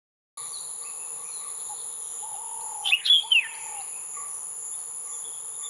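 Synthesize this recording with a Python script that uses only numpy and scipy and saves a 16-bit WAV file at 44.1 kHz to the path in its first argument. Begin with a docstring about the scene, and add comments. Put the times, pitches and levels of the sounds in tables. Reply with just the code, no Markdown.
"""Cicadas buzz steadily in a leafy garden, their tymbal clicks ringing in abdominal resonances.
Small birds chirp, distant ones hoot and twitter, and a far bird gives a low rolling trill.
Then a bird close by gives three loud notes from the two sides of its syrinx: two rasps that clear
into whistles, then a falling whistle. House walls and foliage throw the notes back, and an
automatic gain control ducks the cicadas under them."""
import sys
import numpy as np
from scipy import signal
from scipy.fft import rfft, irfft, next_fast_len
from scipy.io import wavfile
from scipy.ndimage import uniform_filter1d, map_coordinates

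SR = 44100
rng = np.random.default_rng(int(sys.argv[2]) if len(sys.argv) > 2 else 0)


def pcm_store(signal):
    """Save signal as 16-bit PCM."""
    levels = np.round(np.clip(np.atleast_2d(signal), -1, 1) * 32767)
    wavfile.write(sys.argv[1], SR, levels.astype(np.int16).T)


N = 250929
TIME = np.arange(N) / SR


def gain_of(db):
    """Amplitude ratio: a factor of ten for every 20 dB."""
    return 10 ** (np.asarray(db) / 20)


def unit_rms(x):
    """Normalisation to a mean power of 1."""
    return x / np.sqrt(np.mean(abs(x) ** 2) + 1e-20)


def spectrum_at(points, hz):
    """Interpolation of a spectrum on a logarithmic frequency axis."""
    f, value = np.transpose(points)
    return np.interp(np.log(hz + 1), np.log(f + 1), value)


def follow(curve):
    """Linear interpolation of (time, value) points at every sample."""
    return np.interp(TIME, *np.transpose(curve))


def coloured(x, points):
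    """Linear filtering: the spectrum is multiplied by a gain curve given in dB."""
    size = next_fast_len(N, True)
    response = gain_of(spectrum_at(points, np.fft.rfftfreq(size, 1 / SR)))
    return irfft(rfft(x, size) * response, size)[..., :N]


def wander(hz):
    """Low-pass noise of rms 1: a random fluctuation with rates up to about hz."""
    return unit_rms(signal.sosfilt(signal.butter(4, hz, fs=SR, output="sos"), rng.standard_normal(N)))


def phasor(hz):
    """A unit oscillation whose phase is the integral of its frequency."""
    return np.exp(2j * np.pi * np.cumsum(hz * np.ones(N)) / SR)


def noise_band(hz, width_hz):
    """Random modulation spreads a tone into a band reaching about width_hz to each side."""
    return phasor(hz) * (wander(width_hz) + 1j * wander(width_hz)) / np.sqrt(2)


def panned(x, db):
    """An interaural level difference places a sound left (+) or right (-)."""
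    return x * gain_of([[db / 2], [-db / 2]])


def bumps(times, length):
    """An envelope of smooth, flat-topped swells centred on the times."""
    return sum(np.exp(-((TIME - s) / length * 2) ** 4) for s in times)


def held(start, end, attack_s, release_s):
    """A trapezoidal envelope: 1 from start to end, with linear ramps outside."""
    return np.clip(1 + np.minimum((TIME - start) / attack_s, (end - TIME) / release_s), 0, 1)


def foliage(x, spread=0.17, sway_s=0.00016, echoes_per_s=3000):
    """Multiple scattering by leaves and trunks leaves a tail; stirring leaves Doppler-blur its pitch."""
    # decay among the trees: (frequency [Hz], reverberation time [s])
    decay_times = [(500, 0.75), (2200, 1.27), (3500, 1.28), (8000, 0.41)]
    taps = rng.standard_normal((2, SR)) * (rng.random((2, SR)) < echoes_per_s / SR)
    hz, t, spectra = signal.stft(taps, SR, nperseg=256)
    decay = gain_of(-60 * t / spectrum_at(decay_times, hz)[:, None])
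    build_up = 1 - np.exp(-t / 0.0038)
    mid, side = signal.istft(spectra * decay * build_up, SR, nperseg=256)[1]
    tail = np.array([mid + spread * side, mid - spread * side]) / np.linalg.norm(mid)
    swayed = (TIME + sway_s * wander(40)) * SR
    return np.array([map_coordinates(signal.fftconvolve(x, ear)[:N], [swayed], order=3) for ear in tail])


def outdoors():
    """Ambient noise: a distant wash and a thin hiss, largely coherent between the ears, and a drone."""
    # likeness of the two ears: (frequency [Hz], correlation [0-1])
    coherence = [(25, .35), (60, 0.72), (130, 0.91), (290, 0.81), (640, 0.9), (1410, 0.92), (3100, 0.84),
                 (6820, 0.596), (15000, 0.66)]
    # spectra of the wash and the hiss: (frequency [Hz], relative level [dB])
    wash_spectrum = [(18, -67.5), (30, -33), (60, -25.5), (140, -8.5), (210, -18), (256, -14), (312, -20),
                     (344, -14), (462, -2.5), (590, -11.5), (673, -11), (805, -3), (1140, -4),
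                     (1360, -10.5), (1500, -29), (1950, -28), (3300, -120)]
    hiss_spectrum = [(200, -44), (1100, -22.5), (1500, 1), (2100, 2.5), (3000, 2.5), (4300, -0.5),
                     (5200, -2.5), (6000, 3), (8000, -2), (12500, 4), (14500, -1.5), (15500, -4)]
    # slow course of the wash: (time [s], level [dB])
    wash_levels = [(.4, -53.5), (1.5, -53.5), (2.5, -55), (3.2, -50.5), (4.2, -55), (4.7, -56),
                   (5.69, -55.5)]
    left, independent = rng.standard_normal((2, N))
    alike = spectrum_at(coherence, np.fft.rfftfreq(N, 1 / SR))
    right = irfft(alike * rfft(left) + np.sqrt(1 - alike ** 2) * rfft(independent), N)
    pair = np.array([left, right])
    swell_db = .7 * wander(6)
    wash = gain_of(follow(wash_levels) + swell_db) * unit_rms(coloured(pair, wash_spectrum))
    hiss = gain_of(-57 + swell_db) * unit_rms(coloured(pair, hiss_spectrum))
    drone = gain_of(-63.5) * noise_band(468, 22).real
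    return wash + drone + hiss


def thud():
    """A brief swell of low narrow-band noise is heard as a soft, distant thud."""
    return gain_of(-54) * bumps([5.28], length=0.054) * noise_band(393, 107).real


def laugh(peak_s, hz, db, fade_db_per_s, swell_db_per_s=19, sink_hz_per_s=1050):
    """Random amplitude modulation makes a blurred call throb; it swells, then sinks as it fades."""
    before, after = np.maximum(peak_s - TIME, 0), np.maximum(TIME - peak_s, 0)
    tone = noise_band(hz - sink_hz_per_s * np.minimum(after, 1), 500).real
    throb_db = 2.5 * wander(14)
    return gain_of(db - swell_db_per_s * before - fade_db_per_s * after + throb_db) * tone


def far_birds(arch=.05):
    """Spectral broadening: hoots, arched twitters and laughing calls arrive smeared by the trees."""
    # very distant hoots: (start [s], level [dB])
    hoot_calls = [(0.356, -43.5), (.80, -48.5), (1.18, -51), (1.40, -45.5), (2.85, -45), (4.128, -40),
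                  (5.049, -49), (5.589, -47.5)]
    # twitters: (centre [s], length [s], top pitch [Hz], level [dB])
    twitter_calls = [(0.878, 0.059, 2630, -50), (1.028, 0.061, 2647, -51.5), (1.282, 0.062, 2470, -51),
                     (3.786, 0.074, 2810, -50.5), (3.96, .07, 2586, -50.5), (4.741, .04, 3535, -55),
                     (5.142, 0.044, 3470, -54), (5.259, .051, 3445, -47.5), (5.352, 0.043, 3380, -52.5),
                     (5.553, 0.04, 3650, -57), (5.653, 0.045, 3610, -38.5)]
    # laughing calls: (peak time [s], pitch [Hz], level [dB], fade [dB/s])
    laugh_calls = [(0.369, 4090, -47, 41), (1.78, 3913, -52, 11)]
    swell = twitters = 0
    for start, db in hoot_calls:
        rise = np.maximum(TIME - start, 0) / 0.047
        swell += gain_of(db) * rise * np.exp(1 - rise)
    hoots = swell * (noise_band(1150, 45.5) + gain_of(-11.5) * noise_band(2120, 220)).real
    blur = .6 + .8 * noise_band(0, 110)
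    for centre, length, hz, db in twitter_calls:
        bend = 1 - arch * np.minimum((2 * (TIME - centre) / length) ** 2, 2)
        twitters += gain_of(db) * bumps([centre], length) * (blur * phasor(hz * bend)).real
    return hoots + twitters + gain_of(-7.5) * foliage(twitters) + sum(laugh(*row) for row in laugh_calls)


def tymbal(clicks_hz, blur, drift, sweep_hz_per_s=800000):
    """Each buckling of the tymbal is a down-swept click; leaf scatter adds different noise at each ear."""
    cycles = np.floor(np.cumsum(clicks_hz * (1 + drift * wander(1.929))) / SR)
    clicks = np.diff(cycles, prepend=0) * np.sign(rng.standard_normal(N))
    hz = np.fft.rfftfreq(N, 1 / SR)
    swept = irfft(rfft(clicks) * np.exp(1j * np.pi * hz ** 2 / sweep_hz_per_s), N)
    return unit_rms(swept) + blur * rng.standard_normal((2, N))


def shrill_cicadas():
    """Abdominal resonance near 10 kHz filters three click trains into a steady, shrill buzz."""
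    # the insects: (click rate [Hz], relative level [dB], left over right [dB])
    insects = [(159.8, 0, 3.0), (146, -4, 1.2), (141, -5, 1.2)]
    # response of the abdomen: (frequency [Hz], relative gain [dB])
    resonance = [(4760, -53), (8100, -33), (8950, -13), (9550, -9.5), (9890, -5.5), (10100, 4.5),
                 (10500, -3), (10700, -15), (10900, -15.5), (11500, -27), (11900, -47.5), (15500, -53),
                 (22000, -120)]
    clicks = sum(gain_of(db) * panned(tymbal(hz, blur=.78, drift=.005), pan) for hz, db, pan in insects)
    return gain_of(-36.5 + 0.45 * wander(6.3)) * unit_rms(coloured(clicks, resonance))


def low_cicadas(first_burst_s=1.69, burst_every_s=.496, growth_db_per_s=0.82, width=.42):
    """Abdominal resonance near 7 kHz: two cicadas buzz, and a third adds fast bursts that grow."""
    # response of the abdomen: (frequency [Hz], relative gain [dB])
    resonance = [(4500, -60), (6000, -58.5), (6450, -13.5), (6800, -5), (7100, 7.5), (7300, -3.5),
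                 (7550, -10.5), (8000, -56), (9000, -60.5)]
    burst = np.clip(bumps(np.arange(first_burst_s, N / SR, burst_every_s), .17), 0, 1)
    level_db = -46 + burst * (1.5 + growth_db_per_s * (TIME - first_burst_s))
    slow = tymbal(80, blur=.85, drift=.025) + .6 * tymbal(85, blur=.6, drift=.07)
    clicks = (1 - .6 * burst) * slow + 1.5 * burst * tymbal(218, blur=.6, drift=.012)
    mid = clicks.mean(0)
    narrowed = mid + width * (clicks - mid)
    return gain_of(level_db) * panned(unit_rms(coloured(narrowed, resonance)), db=0.3)


def far_cicada(first_s=0.548, every_s=.765):
    """Periodic modulation of a noise band gives a far cicada's evenly spaced lower notes."""
    return gain_of(-55) * bumps(np.arange(first_s, N / SR, every_s), 0.17) * noise_band(6040, 300).real


def small_birds(chip_s=0.026, chip_from_hz=3330, chip_to_hz=4960, ease=0.555):
    """Frequency sweeps: thin, fluttering whistles glide up or down and ease into their last pitch."""
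    # one bird's rising chips: (start [s], level [dB])
    chips = [(.820, -45), (2.603, -54), (3.219, -43), (3.534, -46.5), (3.801, -49)]
    # another's falling slurs: (start [s], length [s], first pitch [Hz], last pitch [Hz], level [dB])
    slurs = [(0.516, 0.085, 4920, 3740, -42), (1.291, .145, 4470, 3854, -50),
             (4.783, .041, 4650, 4280, -60)]
    calls = slurs + [(start, chip_s, chip_from_hz, chip_to_hz, db) for start, db in chips]
    out = np.zeros(N)
    for start, length, from_hz, to_hz, db in calls:
        at = np.flatnonzero((TIME >= start) & (TIME < start + length))
        part = np.linspace(0, 1, len(at))
        hz = from_hz + (to_hz - from_hz) * part * (1 + ease * (1 - part))
        envelope = gain_of(db) * signal.windows.tukey(len(at), .6)
        out[at] += envelope * np.sin(2 * np.pi * np.cumsum(hz) / SR)
    return out * (1 + 0.39 * wander(140))


def trill(start, length, top_hz, db, accent_db, clear_s, low_hz=736.6, roll_hz=37, sag=0.13):
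    """Amplitude and frequency modulation chop a low hoot into uneven pulses that arch and slide down."""
    age = np.clip(TIME - start, 0, length)
    remaining, part = length - age, age / length
    lift = (1 - np.exp(-age / .019)) * (1 - np.exp(-remaining / .028))  # pitch leaps up, drops back
    hz = low_hz + lift * (top_hz * (1 - sag * part ** 2) - low_hz)
    db = db + accent_db * np.exp(-(age / 0.059) ** 2) - 6.5 * (1 - part)  # an accent, then a swell
    edges = np.minimum(np.minimum(age, remaining) / .022, 1)
    depth = 0.96 * np.minimum(np.minimum(age / 0.05, remaining / clear_s), 1) ** 2
    roll = phasor(roll_hz * (1 + .1 * wander(20)))
    gate = 1 - depth * (.5 - .5 * np.tanh(2.5 * (roll.real + .25)))
    bend = 0.033 * (roll.real - .6) - 0.023 * roll.imag + .009 * wander(45)  # arch, slide, jitter
    return np.sqrt(2) * gain_of(db) * edges * gate * phasor(hz * (1 + depth * bend)).real


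def trilling_bird():
    """A far bird's phrase of four pulse-modulated hoots."""
    # (start [s], length [s], top pitch [Hz], level [dB], opening accent [dB], fade of the roll [s])
    phrase = [(1.688, 0.0605, 993, -41.5, 7.5, 0.029), (2.217, 0.16, 914, -40, 8, .002),
              (2.365, .565, 916.5, -36.5, 1, .002), (3.228, 0.6, 941, -41, 16, .095)]
    return sum(trill(*row) for row in phrase)


def smear(start=2.985, end=3.125):
    """A soft noise band with a falling centre frequency, between the near bird's first two notes."""
    hz = np.interp(TIME, [start, end], [2150, 1680])
    return gain_of(-40) * held(start, end, 0.011, .02) * noise_band(hz, 390).real


def ticks(decay_s=0.00091):
    """Exponentially damped puffs of noise are heard as dull ticks during the falling whistle."""
    # (time [s], level before filtering [dB])
    puffs = [(3.306, -28), (3.319, -42), (3.36, -19)]
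    envelope = sum(gain_of(db) * (TIME >= s) * np.exp(-np.maximum(TIME - s, 0) / decay_s)
                   for s, db in puffs)
    dulling = [(300, -8.5), (1200, 3.5), (6000, -12), (12000, -20)]  # (frequency [Hz], gain [dB])
    return coloured(envelope * rng.standard_normal(N), dulling)


def syrinx(hz, level, rasp, jitter=0.002):
    """Chaotic vibration turns one side's whistle to a rasp; gives the tone and its chaotic amplitude."""
    hz = hz * (1 + jitter * wander(250))
    chaos = noise_band(hz, 430)
    return level * (np.sqrt(1 - rasp ** 2) * phasor(hz) + rasp * chaos), level * rasp


def rasp_burst(start, length, hz, db, rasp, attack_s=0.006, release_s=.005):
    """A short chaotic vibration of the syrinx that grows and dies exponentially."""
    edges = np.exp(np.clip(np.minimum((TIME - start) / attack_s, (start + length - TIME) / release_s),
                           -20, 0))
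    return syrinx(hz, gain_of(db) * edges, rasp)


def whistle(note, glide, soft_db=-23.5, soft_rasp=0.28, pushed_rasp=.04):
    """A push makes a soft, hoarse glide loud and nearly periodic, so that it sounds clear."""
    start, end, db, fade_db_per_s = note
    push = held(start, end, attack_s=0.0061, release_s=0.012)
    fade_db = fade_db_per_s * push * np.maximum(TIME - start, 0)
    catch_db = -11 * bumps([3.341], length=0.0144)  # the falling whistle catches briefly
    edges = np.clip(np.minimum(TIME - glide[0][0], glide[-1][0] - TIME) / .003, 0, 1)
    level = gain_of(db + soft_db * (1 - push) - fade_db + catch_db) * edges
    return syrinx(follow(glide), level, soft_rasp + (pushed_rasp - soft_rasp) * push)


def near_bird(coupling=0.32, fizz_db=-20, bright_db=12.5, bright_fade_s=0.13):
    """The two sides of the syrinx beat; nonlinear coupling adds sidebands, and rasps add fizz."""
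    # pushes of each side: (start [s], end [s], level [dB], fade [dB/s])
    first_notes = [(2.924, 2.939, -10.5, 130), (3.101, 3.166, -7, 85), (3.32, 3.394, -8, 69)]
    second_notes = [(2.933, 2.951, -11, 180), (3.128, 3.197, -15.5, 18)]
    # glides of each side, one curve a note: (time [s], pitch [Hz])
    first_glides = [
        [(2.907, 2007), (2.925, 2571), (2.942, 2603), (2.975, 2563)],
        [(3.08, 3280), (3.098, 3385), (3.135, 3417), (3.195, 3303), (3.23, 3320)],
        [(3.306, 3056), (3.323, 3123), (3.345, 2880), (3.405, 2435), (3.45, 1810), (3.474, 1776)],
    ]
    second_glides = [
        [(2.922, 2644), (2.952, 2880), (3.012, 2937)],
        [(3.112, 3266), (3.165, 3201), (3.194, 3246), (3.208, 3130)],
    ]
    # rasps opening the first two notes: (start [s], length [s], pitch [Hz], level [dB], rasp [0-1])
    rasps = [(2.858, 0.0057, 3110, -23, 0.47), (2.874, 0.019, 3240, -23, 1),
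             (2.902, 0.0038, 3515, -23.5, 0.5), (3.06, .009, 3850, -18, 1), (3.076, 0.012, 3265, -19, 0.6)]
    # filter on the harmonics: (frequency [Hz], gain [dB])
    overtone_filter = [(4500, -67), (5700, -45), (6200, -55), (7000, -49), (8200, -63.5), (11000, -47.5),
                       (13300, -43.5), (15500, -49)]
    # hissing edge of the rasps: (frequency [Hz], relative level [dB])
    fizz_spectrum = [(1000, -26), (1500, -2.5), (2500, -21), (4000, -2.5), (5500, -6), (8000, -24),
                     (11000, -19.5), (13000, -12.5), (15500, -33)]
    parts = list(map(whistle, first_notes, first_glides)) + [rasp_burst(*row) for row in rasps]
    first, strain = map(sum, zip(*parts))
    second = sum(tone for tone, _ in map(whistle, second_notes, second_glides))
    sidebands = first ** 2 * second.conj() + second ** 2 * first.conj()  # at 2 f1 - f2 and 2 f2 - f1
    tone = first + second + coupling * sidebands / (abs(first) ** 2 + abs(second) ** 2 + 1e-12)
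    phase = np.angle(tone)
    harmonics = sum((np.exp(1j * k * phase) * (.5 + .85 * noise_band(0, 380))).real for k in range(2, 6))
    start, end = first_notes[0][:2]  # the call opens with stronger overtones
    opening = held(start, N / SR, .015, .015) * np.exp(-np.maximum(TIME - end, 0) / bright_fade_s)
    overtones = coloured(abs(tone) * harmonics * gain_of(bright_db * opening), overtone_filter)
    fizz = gain_of(fizz_db) * strain * unit_rms(coloured(rng.standard_normal(N), fizz_spectrum))
    return np.sqrt(2) * (tone.real + overtones) + fizz


def with_reflections(voice):
    """Specular reflection from house walls gives echoes; leaves scatter the low notes back best."""
    # wall echoes: (delay [s], gain [dB])
    walls = [(.034, -20), (.06, -28.5), (.125, -30)]
    # scattering by the leaves: (frequency [Hz], gain [dB])
    scatter = [(1400, -6), (1900, -19), (2300, -5.5), (2700, -35.5), (3300, -32.5), (4500, -28.5),
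               (9000, -47.5)]
    echoes = sum(gain_of(db) * np.interp(TIME - delay, TIME, voice) for delay, db in walls)
    return voice + echoes + foliage(coloured(voice, scatter))


def scene():
    """Superposition of the birds, their reflections, the cicadas and the open air."""
    trills, chirps, bump = trilling_bird(), small_birds(), thud()
    near = with_reflections(near_bird()) + ticks() + smear()
    scattered = gain_of(-16.5) * foliage(trills) + gain_of(-4.5) * foliage(chirps)
    other_birds = trills + chirps + scattered + far_birds()
    cicadas = shrill_cicadas() + low_cicadas() + far_cicada()
    return outdoors() + bump + cicadas + other_birds + near


def record(dry, threshold_db=-25, slope=0.38, recovery_db_per_s=16, silent_s=.372, cutoff_hz=15600):
    """Gain control compresses the loud notes; the sound opens after a silence and is band-limited."""
    power_db = 10 * np.log10(abs(uniform_filter1d((dry ** 2).mean(0), size=300)) + 1e-12)
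    wanted_db = slope * np.maximum(power_db - threshold_db, 0)
    recovery_db = TIME * recovery_db_per_s
    duck_db = np.maximum.accumulate(wanted_db + recovery_db) - recovery_db  # fast attack, slow release
    fade_in = np.clip((TIME - silent_s) / 0.0017, 0, 1)
    out = dry / gain_of(uniform_filter1d(duck_db, size=150)) * fade_in
    low_pass = signal.firwin(511, cutoff_hz, window=("kaiser", 9), fs=SR)
    return signal.oaconvolve(out, low_pass[None], "same")


dry = scene()
out = record(dry)
pcm_store(out)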